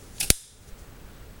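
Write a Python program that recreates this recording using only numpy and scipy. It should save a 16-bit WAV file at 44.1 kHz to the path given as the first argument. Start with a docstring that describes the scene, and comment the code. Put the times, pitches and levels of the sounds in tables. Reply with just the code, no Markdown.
"""A folding knife is thumbed open, close to a small camera in a quiet room.
The steel blade scrapes out of the handle, swings on its pivot and snaps into the lock with a crack
and a short ring, and the room echoes briefly. The snap overloads the microphone with a low thump.
The camera turns itself down, so its hiss drops, then creeps back while fingers shift on the handle."""
import sys
import numpy as np
from scipy import signal
from scipy.fft import rfft, irfft
from scipy.io import wavfile
from scipy.ndimage import minimum_filter1d

SR = 44100
rng = np.random.default_rng(int(sys.argv[2]) if len(sys.argv) > 2 else 0)


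def pcm_store(signal):
    """Save signal as 16-bit PCM."""
    levels = np.round(np.clip(np.atleast_2d(signal), -1, 1) * 32767)
    wavfile.write(sys.argv[1], SR, levels.astype(np.int16).T)


N = 61739
TIME = np.arange(N) / SR
FREQS = np.fft.rfftfreq(N, 1 / SR)

# A TONE table gives a sound's balance from low to high, not its loudness.
# Background rumble and hiss: pitch_hz, level_db
HISS_TONE = [(10, -3), (25, 3), (65, -0.5), (125, -3), (190, -9), (350, -14), (440, -12), (700, -20.5),
             (1100, -22), (1450, -21.5), (2200, -25.5), (5000, -31.5), (10000, -33), (13000, -36),
             (17000, -33.5)]
# The room's echo: pitch_hz, level_db
ROOM_TONE = [(200, -21), (1000, -15.5), (1700, -8.5), (2700, -12), (3050, -9), (3450, -1), (4200, -7),
             (5400, -2), (6600, -1), (9000, 1.5), (10500, 2), (12000, -5.5), (14000, -13), (17000, -14)]
# Time the echo takes to fade by 60 dB: pitch_hz, fade_s
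ROOM_FADES = [(200, .3), (2500, 0.48), (3600, 0.53), (7000, 0.49), (10500, 0.41), (13000, .33),
              (17000, .25)]
# Fingers sliding on the handle: peak_s, rise_s, fall_s, level_db
FINGER_SLIDES = [(.02, 0.056, 0.19, -55.5), (0.186, 0.038, 0.038, -51), (.635, 0.02, 0.016, -56),
                 (.688, 0.023, 0.013, -53.5), (.792, 0.013, 0.06, -56.5)]
# Brushing skin: pitch_hz, level_db
SKIN_TONE = [(500, -27.5), (2000, -12), (3800, -2.5), (5000, -1), (6800, 3.5), (8200, -0.5), (9800, 1.5),
             (12500, -9.5), (17000, -31.5)]
# Rustling palm: pitch_hz, level_db
PALM_TONE = [(40, -1.5), (150, -0.5), (330, -3.5), (550, -11.5), (780, -8), (1100, -25), (3000, -45)]
# Thumb settling on the handle: pitch_hz, level_db
THUMB_TONE = [(100, 0), (500, -1), (900, -7), (1450, -4.5), (2200, -14.5), (4000, -14.5), (8000, -26),
              (17000, -41)]
# Soft bumps of the hand: start_s, length_s, level_db
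HAND_BUMPS = [(0.229, 0.025, -37.5), (.244, .004, -32), (0.263, .018, -37), (0.723, 0.021, -33),
              (0.817, .008, -36), (1.043, 0.013, -39)]
# Ringing notes of the knife's steel: pitch_hz, relative_level_db, fade_s
STEEL_NOTES = [(3240, -11, .03), (3591, -22, .13), (4570, -7, .035), (4907, -10, .04), (5190, -10, .04),
               (5670, -11, .04), (6288, -14, .04), (6900, -10, .04), (7175, -14, .05), (8240, -8, .045),
               (8395, -7, .045), (8970, -6, .045), (10045, -3, .04), (10355, -4, .045)]
# Steel rubbing and rattling on steel: pitch_hz, level_db
RUB_TONE = [(200, -7), (600, -17.5), (780, -5), (1000, -23), (1500, -10.5), (1900, -14), (2650, 0),
            (3300, -7.5), (4800, -1), (6800, -5), (8800, 0), (10200, 2.5), (11500, -4.5), (13200, -7.5),
            (14500, -12), (17000, -21.5)]
# Scrapes of the opening blade: peak_s, rise_s, fall_s, level_db, boost_pitch_hz, boost_db
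BLADE_SCRAPES = [(0.184, 0.0022, 0.0018, -43.5, 3260, 23), (.208, 0.0063, 0.002, -19.5, 8200, 8.5),
                 (0.2109, .0006, 0.0063, -20, 2420, 8), (0.231, 0.0071, 0.017, -26, 10500, -1),
                 (.246, 0.0038, 0.006, -32.5, 5000, -14), (.284, 0.022, 0.0093, -42.5, 9700, -5.5),
                 (0.3002, 0.00018, 0.00076, -25.5, 4300, 11)]
# Knock of the bending blade: pitch_hz, level_db
KNOCK_TONE = [(100, -27), (700, -24), (1050, -15), (1400, -1), (2600, -1), (3600, -4.5), (4700, -1),
              (6200, -12), (10000, -12), (17000, -28)]
# Crack of each hit in the lock: pitch_hz, level_db
CRACK_TONE = [(200, -26), (1050, -26), (2000, -15), (3400, -19), (4700, 0), (6200, -8), (9000, 1),
              (12000, -12.5), (15000, -6), (17000, -17)]
# The blade hitting its stop, then the lock's spring: start_s, relative_level_db
LOCK_HITS = [(.3027, 0), (.3038, 2)]


def gain(db):
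    """Turns decibels into a multiplier."""
    return 10 ** (np.asarray(db) / 20)


def normalize(x):
    """Scales a sound to an average power of 1."""
    return x / np.sqrt(np.mean(x ** 2) + 1e-20)


def look_up(table, hz=FREQS):
    """Reads between a table's rows on a musical pitch scale."""
    pitches, values = np.transpose(table)
    return np.interp(np.log(hz + 1), np.log(pitches + 1), values)


def equalize(x, db):
    """Turns each frequency up or down."""
    return irfft(rfft(x) * gain(db), N)


def noise(tone):
    """Steady noise shaped by a tone table."""
    return normalize(equalize(rng.standard_normal(N), look_up(tone)))


def fade(start_s, fade_s):
    """Starts suddenly, then drops 60 dB every fade_s."""
    return (TIME >= start_s) * 1000. ** (-np.maximum(TIME - start_s, 0) / fade_s)


def swell(peak_s, rise_s, fall_s):
    """Rises smoothly to a peak, then dies away."""
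    age = TIME - peak_s
    return np.exp(-(np.minimum(age, 0) / rise_s) ** 2 - np.maximum(age, 0) / fall_s)


def notch(x, hz, width_hz, depth):
    """Hollows out one band of pitches."""
    return x - depth * signal.lfilter(*signal.iirpeak(hz, hz / width_hz, fs=SR), x)


def background():
    """Rumble and hiss, with the camera's faint whistle, thin whine and a buzz at every frame."""
    whistle_hz, width_hz, whine_hz, buzz_hz, frames_per_s = 13700, 250, 15735, 7950, 30
    whistle_db = -20 * np.log10(1 + ((FREQS - whistle_hz) / width_hz) ** 2)
    whistle = gain(-76) * normalize(equalize(rng.standard_normal(N), whistle_db))
    whine = gain(-68) * normalize(np.sin(2 * np.pi * whine_hz * TIME))
    from_frame_s = ((TIME * frames_per_s + .5) % 1 - .5) / frames_per_s
    buzz = gain(-57.5) * np.exp(-(from_frame_s / .0022) ** 2) * np.sin(2 * np.pi * buzz_hz * TIME)
    return gain(-46) * noise(HISS_TONE) + whistle + whine + buzz


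def room_echo(x):
    """The walls return a bright wash of sound; each pitch fades at its own speed."""
    hz, t, bands = signal.stft(rng.standard_normal(N), SR, nperseg=256)
    bands = bands * gain(look_up(ROOM_TONE, hz))[:, None]
    bands *= 1000. ** (-t / look_up(ROOM_FADES, hz)[:, None])
    tail = signal.istft(bands, SR, nperseg=256)[1][:N] * np.minimum(TIME / .006, 1)
    return gain(-15.5) * signal.fftconvolve(x, tail / np.linalg.norm(tail))[:N]


def hand():
    """Skin brushes the handle, the palm rustles and bumps, and the thumb settles."""
    slides = sum(gain(db) * swell(peak, rise, fall) for peak, rise, fall, db in FINGER_SLIDES)
    brush = noise(SKIN_TONE) * slides
    palm = gain(-42) * noise(PALM_TONE) * swell(peak_s=.2428, rise_s=.015, fall_s=.012)
    thumb = gain(-55) * noise(THUMB_TONE) * swell(peak_s=1.163, rise_s=.25, fall_s=.13)
    bumps = sum(gain(db) * np.sin(np.pi * np.clip((TIME - start) / length, 0, 1))
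                for start, length, db in HAND_BUMPS)
    return brush + palm + thumb + bumps


def steel_ring(start_s):
    """Struck steel rings with many high notes at once."""
    age = TIME - start_s
    return sum(gain(db) * fade(start_s, fade_s) * np.sin(2 * np.pi * (hz * age + rng.random()))
               for hz, db, fade_s in STEEL_NOTES)


def blade_scrape():
    """Steel slips on steel in tiny jerks as the blade swings out, making it ring faintly."""
    slips_per_s, spread_db = 8000, 2.5
    out, ring_spectrum = np.zeros(N), rfft(steel_ring(0))
    for peak, rise, fall, db, boost_hz, boost_db in BLADE_SCRAPES:
        sizes = gain(spread_db * np.minimum(rng.exponential(1, N), 4)) * rng.choice([-1, 1], N)
        slips = normalize(sizes * (rng.random(N) < slips_per_s / SR))
        octaves_away = np.log2((FREQS + 1) / boost_hz)
        tone_db = look_up(RUB_TONE) + boost_db * np.exp(-octaves_away ** 2)
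        scrape = equalize(slips * swell(peak, rise, fall), tone_db)
        scrape /= np.sqrt(np.mean(gain(tone_db) ** 2))  # change the tone, not the power
        ring = scrape.std() * normalize(irfft(rfft(scrape) * ring_spectrum, N))
        out += gain(db) * (scrape + .13 * ring)
    return out


def blade_knock(start_s):
    """A hit sends a bend down the blade; its high notes travel faster and arrive first."""
    travel_s, at_hz = .0011, 2015
    lag_cycles = FREQS * start_s + 2 * travel_s * np.sqrt(at_hz * FREQS)
    wave = irfft(gain(look_up(KNOCK_TONE)) * np.exp(-2j * np.pi * lag_cycles), N)
    return gain(15) * wave / np.linalg.norm(wave)


def lock_snap():
    """The blade hits its stop and a spring snaps in behind it: cracks, rattle, knock and ring."""
    out = np.zeros(N)
    for start, db in LOCK_HITS:
        crack = gain(2.5) * fade(start, fade_s=.0085) * noise(CRACK_TONE)
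        rattle = gain(-5) * fade(start, fade_s=.037) * noise(RUB_TONE)
        out += gain(db) * (crack + rattle)
    return out + blade_knock(LOCK_HITS[0][0]) + gain(-2.5) * steel_ring(LOCK_HITS[-1][0])


def overload_thump():
    """At the snap, the overloaded input swings down, jumps up and settles: a hollow thump."""
    jump_s, swing_s, fast_s, slow_s, settle_hz = .3041, .0009, .0035, .03, 2.9
    after, before = np.maximum(TIME - jump_s, 0), np.minimum(TIME - jump_s, 0)
    sag = fast_s / slow_s * np.exp(-after / slow_s) * np.cos(2 * np.pi * settle_hz * after)
    pulse = np.where(TIME < jump_s, -.3 * np.exp(before / swing_s), np.exp(-after / fast_s) - sag)
    muffled = signal.sosfilt(signal.butter(2, 1400, fs=SR, output="sos"), pulse)
    return gain(-5.5) * notch(muffled, hz=930, width_hz=700, depth=.7)


def scene():
    """Knife, hand and echo pass through the microphone's opening, which weakens one narrow band."""
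    snap, handling = lock_snap(), blade_scrape() + hand()
    # Summed over all directions, the snap reaches the walls mostly as one plain click.
    click = gain(28) * signal.unit_impulse(N, round(LOCK_HITS[-1][0] * SR))
    echo = room_echo(click + .41 * snap + handling)
    heard = notch(snap + handling + echo, hz=7750, width_hz=270, depth=.64)
    return (heard + background())[None]


def record(dry):
    """The camera turns loud sound down fast and recovers slowly; the thump is added on top."""
    limit_db, react_s, hold_s, recover_db_per_s, top_hz = -11.5, .00027, .077, 49, 17100
    power_db = 10 * np.log10(signal.lfilter(np.ones(64) / 64, 1, dry[0] ** 2) + 1e-12)
    half_hold = round(hold_s * SR / 2)
    held_db = -minimum_filter1d(-power_db, size=2 * half_hold + 1, origin=half_hold, mode="nearest")
    recovery_db = TIME * recover_db_per_s
    peak_db = np.maximum.accumulate(held_db + recovery_db) - recovery_db
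    smoothing = np.exp(-1 / (react_s * SR))
    cut_db = signal.lfilter([1 - smoothing], [1, -smoothing], np.maximum(peak_db - limit_db, 0))
    clipped = np.clip(dry * gain(-cut_db) + overload_thump(), -1, 1)
    treble_cut = signal.firwin(255, top_hz, window=("kaiser", 8), fs=SR)
    return signal.oaconvolve(clipped, treble_cut[None], "same")


dry = scene()
out = record(dry)
pcm_store(out)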